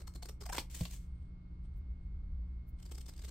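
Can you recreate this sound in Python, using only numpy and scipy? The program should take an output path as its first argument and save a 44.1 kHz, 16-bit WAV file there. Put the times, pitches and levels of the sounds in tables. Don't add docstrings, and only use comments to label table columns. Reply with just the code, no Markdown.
import sys
import numpy as np
from scipy import signal
from scipy.fft import rfft, irfft
from scipy.io import wavfile

SR = 44100
rng = np.random.default_rng(int(sys.argv[2]) if len(sys.argv) > 2 else 0)


def unload_audio(sound):
    columns = np.transpose(np.atleast_2d(sound))
    steps = np.round(np.clip(columns, -1, 1) * 32767)
    wavfile.write(sys.argv[1], SR, steps.astype(np.int16))


N = 145530
TIME = np.arange(N) / SR


def from_db(db):
    return 10 ** (np.asarray(db) / 20)


def rms_one(x):
    return x / np.sqrt(np.mean(x ** 2) + 1e-20)


def colour(x, points, keep_level=True, size=8192):
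    hz, db = np.transpose(points)
    bin_hz = np.arange(size // 2 + 1) * SR / size
    gain = from_db(np.interp(np.log(bin_hz + 1), np.log(hz), db))
    cepstrum = irfft(np.log(rms_one(gain) if keep_level else gain))
    cepstrum[1:size // 2] *= 2
    cepstrum[size // 2 + 1:] = 0
    response = irfft(np.exp(rfft(cepstrum)))
    return signal.fftconvolve(np.atleast_2d(x), response[None], axes=1)[:, :N]


# f/Hz, level/dB
WIDTH = [(150, -13), (400, -15), (1000, -12.5), (2500, -7), (5000, -3), (9000, 1.5), (16000, -1)]


def stereo(pair, width=WIDTH):
    side = colour(pair[1], width, keep_level=False)[0]
    return np.array([pair[0] + side, pair[0] - side])


def stereo_noise(width=WIDTH):
    return stereo(rng.standard_normal((2, N)), width)


def grains(per_s, spread_db):
    uneven_db = spread_db * np.minimum(rng.exponential(1, (2, N)), 4)
    sizes = from_db(uneven_db) * rng.choice([-1, 1], (2, N))
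    present = rng.random((2, N)) < per_s / SR
    return stereo(rms_one(sizes * present))


def ring(x, hz, t60):
    r, w = np.exp(-np.log(1000) / (t60 * SR)), 2 * np.pi * hz / SR
    return signal.lfilter([0, np.sin(w)], [1, -2 * r * np.cos(w), r * r], x + 1e-18)


def resonance(x, hz, width):
    r = np.exp(-np.pi * width / SR)
    poles = [1, -2 * r * np.cos(2 * np.pi * hz / SR), r * r]
    return signal.lfilter(np.array([1, 0, -1]) * (1 - r * r) / 2, poles, x + 1e-18)


def wander(per_s):
    return np.interp(TIME * per_s, np.arange(N), rng.standard_normal(N))


# f/Hz, level/dB
RUMBLE = [(15, -18), (30, -1.5), (45, -2), (62, 5.5), (78, -4.5), (98, -23), (160, -33), (400, -60.5),
          (2000, -100)]
# t/s, level/dB
RUMBLE_LEVEL = [(0, -42.5), (.35, -47), (.9, -46.5), (1.5, -42.5), (1.8, -45), (2.4, -41), (2.7, -42),
                (2.85, -48), (3.3, -46)]
# f/Hz, level/dB
AIR = [(40, 16), (100, 24.5), (150, 29.5), (205, 19), (300, 17.5), (450, 4.5), (800, -1.5), (1300, -2),
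       (1900, -11.5), (3500, -16.5), (4500, -16), (6000, -26.5), (8700, -33), (9800, -59.5), (16000, -42)]
# f/Hz, level/dB rms before wavering
HUM = [(119.6, -61.5), (176.2, -62.5), (2160, -84), (4430, -100.5)]
# f/Hz, level/dB
BACKGROUND_WIDTH = [(60, -31), (150, -11), (300, -8), (700, 1), (2000, 2.5), (8000, -2)]
AIR_DB, HUM_WAVER = -61, 0.2
RUMBLE_WANDER_DB, RUMBLE_WANDERS_PER_S = 2.5, 11


def background():
    rumble_db = np.interp(TIME, *np.transpose(RUMBLE_LEVEL))
    rumble_db = rumble_db + RUMBLE_WANDER_DB * wander(RUMBLE_WANDERS_PER_S)
    rumble = from_db(rumble_db) * colour(stereo_noise(BACKGROUND_WIDTH), RUMBLE)
    air = from_db(AIR_DB) * colour(stereo_noise(BACKGROUND_WIDTH), AIR)
    knots = np.linspace(0, TIME[-1], num=20)
    hum = 0
    for hz, db in HUM:
        wavers = HUM_WAVER * rng.standard_normal((2, len(knots)))
        swell, drift = (np.interp(TIME, knots, waver) for waver in wavers)
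        sine = np.sin(2 * np.pi * hz * TIME + 2 * drift)
        hum = hum + from_db(db) * np.sqrt(2) * (1 + swell) * sine
    return rumble + air + hum


BITE_ATTACK_S, BITE_RELEASE_S = 0.0049, 0.00077
BITE_LEAD_S, BITE_LEAD_DB = 0.0023, -3


def bite_shape(t, length):
    lead = from_db(BITE_LEAD_DB) * np.exp(np.minimum(t, 0) / BITE_LEAD_S)
    swell = np.clip(t / BITE_ATTACK_S + 0.033, 0, 1)
    return np.maximum(lead, swell) * np.exp(-np.maximum(t - length, 0) / BITE_RELEASE_S)


# t/s, length/s, fibre crackle level/dB, extra treble level/dB,
# card ring level/dB, card pitch f/Hz, rasp pitch f/Hz
BITES = [ (.000, 0.01, -69, 4, -67, 368, 4060), (0.015, 0.0077, -62, -1.5, -69.5, 402, 4100),
         (.073, 0.0071, -52.5, -2, -65, 1010, 4380), (0.139, 0.00088, -63, 3.5, -78, 430, 4370),
         (0.151, .012, -59, -0.5, -64, 360, 4230), (.226, 0.0074, -43, -9.5, -63, 707, 4330),
         (0.256, 0.004, -59, 7.5, -63.5, 387, 4500), (0.288, 0.0087, -45.5, -8, -66, 430, 5630),
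         (.408, 0.0065, -53, -4.5, -65, 406, 5170), (0.416, 0.0093, -49.5, -9.5, -65, 390, 4840),
         (0.434, 0.0059, -52, -8, -69, 1100, 4100), (0.457, 0.01, -53.5, 0.5, -57.5, 722, 4830),
         (.492, 0.0096, -50, -5, -50, 775, 5330), (.525, 0.011, -37, -9, -52, 994, 1630),
         (.544, 0.011, -35, -12.5, -56, 734, 1620), (0.565, 0.0094, -38, -7.5, -66, 1020, 2100),
         (0.58, 0.0061, -53, 2, -49, 1004, 4430), (0.591, 0.016, -49, -1.5, -87, 990, 2840),
         (2.8, 0.0039, -61.5, -6.5, -85, 326, 2930), (2.828, 0.0036, -57, -0.5, -83, 330, 2970),
         (2.854, 0.012, -62, -2, -72, 360, 4740), (2.893, 0.0055, -72, 1, -77, 345, 4400),
         (2.913, 0.011, -63.5, 7, -62.5, 399, 3140), (2.947, 0.0099, -68, 8, -70, 366, 5160),
         (2.979, 0.007, -62, 5.5, -66, 403, 5150), (3.007, 0.0093, -62.5, 2.5, -90, 430, 2750),
         (3.061, 0.005, -66, 9.5, -71.5, 336, 4970), (3.082, 0.016, -56.5, -1.5, -67.5, 303, 5030),
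         (3.137, 0.0036, -65, 2, -81, 360, 3970), (3.163, 0.005, -69, 4, -85, 366, 4870),
         (3.179, 0.002, -63, 5, -87, 367, 4800), (3.192, 0.0058, -55.5, -4.5, -74, 385, 4850),
         (3.218, 0.0085, -56.5, -5, -88, 400, 3800), (3.238, 0.0041, -53, -6, -71, 415, 3600),
         (3.247, 0.0058, -52.5, -1, -70, 400, 3530), (3.28, 0.014, -53, -6.5, -65, 364, 4100)]


def bite_envelope(levels_db):
    out = np.zeros(N)
    for (start, length, *_), db in zip(BITES, levels_db):
        span = slice(max(int(start * SR) - SR // 20, 0), int(start * SR) + SR // 10)
        out[span] += from_db(db) * bite_shape(TIME[span] - start, length)
    return out


RASP_WIDTH_HZ, RASP_DB = 240, 5.5


def rasps(crackle):
    out = np.zeros((2, N))
    for start, length, *_, rasp_hz in BITES:
        end = start + length + 4 * BITE_RELEASE_S
        span = slice(max(int(start * SR), 0), int(end * SR))
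        out[:, span] += resonance(crackle[:, span], rasp_hz, RASP_WIDTH_HZ)
    return from_db(RASP_DB) * out


# f/multiple of the bite's card pitch, level/dB relative to its ring
CARD = [(0.998, 0), (1.17, -14.5), (1.58, -18.5), (2.02, -15.5), (2.701, -17)]
CARD_Q, CARD_RING_S = 12, .04


def card_rings(fibres):
    out = np.zeros((2, N))
    for start, length, _, _, card_db, pitch, _ in BITES:
        span = slice(max(int(start * SR), 0), int((start + CARD_RING_S) * SR))
        push = fibres[:, span] * bite_shape(TIME[span] - start, length)
        for ratio, db in CARD:
            hz = ratio * pitch
            out[:, span] += from_db(card_db + db) * rms_one(resonance(push, hz, hz / CARD_Q))
    return out


# f/Hz, level/dB
CRACKLE = [(250, -8.5), (400, -5), (600, 0.5), (800, -6.5), (1400, -5), (2200, -3.5), (2950, 1),
           (4100, 1.5), (5100, 3.5), (6300, -0.5), (8600, 3), (9900, -17.5), (12000, -1.5), (16000, -12.5)]
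FIBRES_PER_S, FIBRE_SPREAD_DB = 7000, 3
TREBLE_FROM_HZ = 1970


def cutting():
    _, _, crackle_db, treble_db, *_ = np.transpose(BITES)
    fibres = grains(FIBRES_PER_S, FIBRE_SPREAD_DB)

    def band(kind):
        sections = signal.butter(2, TREBLE_FROM_HZ, kind, fs=SR, output="sos")
        return signal.sosfilt(sections.repeat(2, axis=0), fibres)

    low = band("low") * bite_envelope(crackle_db)
    high = band("high") * bite_envelope(crackle_db + treble_db)
    crackle = colour(low + high, CRACKLE)
    return crackle + rasps(crackle) + card_rings(fibres)


# t/s, level/dB before colouring, rattle decay/s
KNOCKS = [(.582, -29, 0.0025), (0.5865, -40, 0.0051), (0.809, -48, 0.0073), (0.8525, -42, 0.0062)]
# f/Hz, level/dB
KNOCK = [(120, -21.5), (260, 9.5), (380, -3), (520, -2), (1000, 2.5), (1400, -8.5), (2000, -4), (2800, 0.5),
         (4500, 0), (6300, -10.5), (8600, -16), (10000, -21.5), (12500, -12), (16000, -19.5)]
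# f/Hz, relative level/dB
BLADES = [(2434, -1.5), (2952, 0), (3530, -11), (4408, -3), (4485, 8), (4770, -3), (5069, -3.5),
          (5640, -1.5)]
KNOCK_CLICK_DB = -4
BLADES_DB, BLADES_T60_S = -22.5, .1


def knocks():
    envelope, clicks = np.zeros((2, N))
    for s, knock_db, decay_s in KNOCKS:
        envelope += from_db(knock_db) * (TIME >= s) * np.exp(-np.abs(TIME - s) / decay_s)
        clicks[int(s * SR)] = from_db(knock_db)
    steel = 0
    for k, (hz, db) in enumerate(BLADES):
        steel = steel + (-1) ** k * from_db(BLADES_DB + db) * ring(clicks, hz, BLADES_T60_S)
    rattle = stereo_noise() * envelope
    return colour(from_db(KNOCK_CLICK_DB) * clicks + rattle, KNOCK) + steel


# t/s, level/dB before catching
SLIDE = [(.699, -60), (0.706, -61.5), (0.731, -65), (0.75, -47), (.76, -59.5), (.81, -54), (.845, -56.5),
         (0.871, -64), (0.894, -66), (.938, -57), (.955, -62), (.975, -67.5), (1.01, -76), (1.051, -79),
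         (1.1, -100)]
# f/Hz, level/dB
RUB = [(250, -0.5), (600, -2.5), (1400, -5), (2200, 1), (3200, 1.5), (5500, 0.5), (8300, 2.5), (10000, -7),
       (12500, -3), (16000, -6.5)]
# t/s, level/dB before catching
LIGHT_RUB = [(1.05, -88.5), (1.25, -90.5), (1.35, -104), (1.62, -100), (1.655, -80.5), (1.69, -104.5),
             (1.76, -86.5), (1.82, -102), (2.0, -100), (2.03, -93.5), (2.07, -102), (2.76, -100),
             (2.79, -77.5), (2.9, -80.5), (3.3, -74.5)]
# f/Hz, level/dB
LIGHT_RUB_SPECTRUM = [(400, -1.5), (1500, -3), (2900, 2), (5000, -3), (7000, -12), (8700, 2.5), (10000, -26),
                      (12000, -14.5), (16000, -37)]
RUB_GRAINS_PER_S, RUB_SPREAD_DB = 15000, 1.5
RUB_CATCHES_PER_S, RUB_CATCH_DB = 170, 2.8


def rubbing(curve, spectrum):
    s, db = np.transpose(curve)
    level_db = np.interp(TIME, s, db, left=-140, right=-140)
    level = from_db(level_db + RUB_CATCH_DB * wander(RUB_CATCHES_PER_S))
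    return colour(grains(RUB_GRAINS_PER_S, RUB_SPREAD_DB) * level, spectrum)


# f/Hz, level/dB, T60/s
THUMP = [(54.2, -31, 0.2), (87, -35, 0.088), (115.4, -27.5, 0.094), (169.7, -30, 0.14), (234, -38, 0.071),
         (343, -47, 0.085), (504, -48, 0.13), (650, -46, 0.09), (1040, -43, .04)]
THUMP_S, THUMP_PUSH_S = .8068, 0.0013


def thump():
    push = np.sin(np.pi * np.clip((TIME - THUMP_S) / THUMP_PUSH_S, 0, 1)) ** 2
    push = push / push.sum()
    return sum((-1) ** k * from_db(db) * ring(push, hz, t60) for k, (hz, db, t60) in enumerate(THUMP))


# t/s, level/dB
TICKS = [(1.779, -80.5), (2.69, -72)]
# f/Hz, level/dB
TICK = [(300, -39.5), (7000, -14.5), (9500, -12), (13500, 2.5), (16000, -3)]
TICK_WIDTH_S = 0.011


def ticks():
    level = sum(from_db(db) * np.exp(-((TIME - s) / TICK_WIDTH_S) ** 2 / 2) for s, db in TICKS)
    return colour(stereo_noise() * level, TICK)


DESK_DB, DESK_T60_S, DESK_ABOVE_HZ = -9, 0.076, 1860
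ROOM_DB, ROOM_T60_S, ROOM_BUILD_S = -9, 0.17, 0.0068


def room(x):
    t = TIME[:SR // 2]
    desk = rng.standard_normal((2, len(t))) * np.exp(-np.log(1000) * t / DESK_T60_S)
    highpass = signal.butter(1, DESK_ABOVE_HZ, "high", fs=SR, output="sos")
    desk = rms_one(signal.sosfilt(highpass, desk))
    tail = stereo_noise()[:, :len(t)]
    tail = rms_one(tail * np.exp(-np.log(1000) * t / ROOM_T60_S) * (1 - np.exp(-t / ROOM_BUILD_S)))
    response = (from_db(DESK_DB) * desk + from_db(ROOM_DB) * tail) / np.sqrt(len(t))
    return x + signal.fftconvolve(x, response, axes=1)[:, :N]


# f/Hz, level/dB
LEAN = [(100, 9), (700, 1), (1300, -1), (2400, 0.5), (4400, 0.5), (8200, 4.5), (12000, 1.5), (16000, -3)]


def lean(x):
    left = [(hz, db / 2) for hz, db in LEAN]
    right = [(hz, -db / 2) for hz, db in LEAN]
    return np.vstack([colour(channel, curve, keep_level=False) for channel, curve in zip(x, (left, right))])


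def scene():
    scissors = cutting() + knocks() + rubbing(SLIDE, RUB) + rubbing(LIGHT_RUB, LIGHT_RUB_SPECTRUM)
    return lean(room(scissors)) + thump() + ticks() + background()


CUTOFF_HZ = 15850


def record(dry):
    return signal.sosfilt(signal.ellip(12, .2, 80, CUTOFF_HZ, fs=SR, output="sos"), dry)


dry = scene()
out = record(dry)
unload_audio(out)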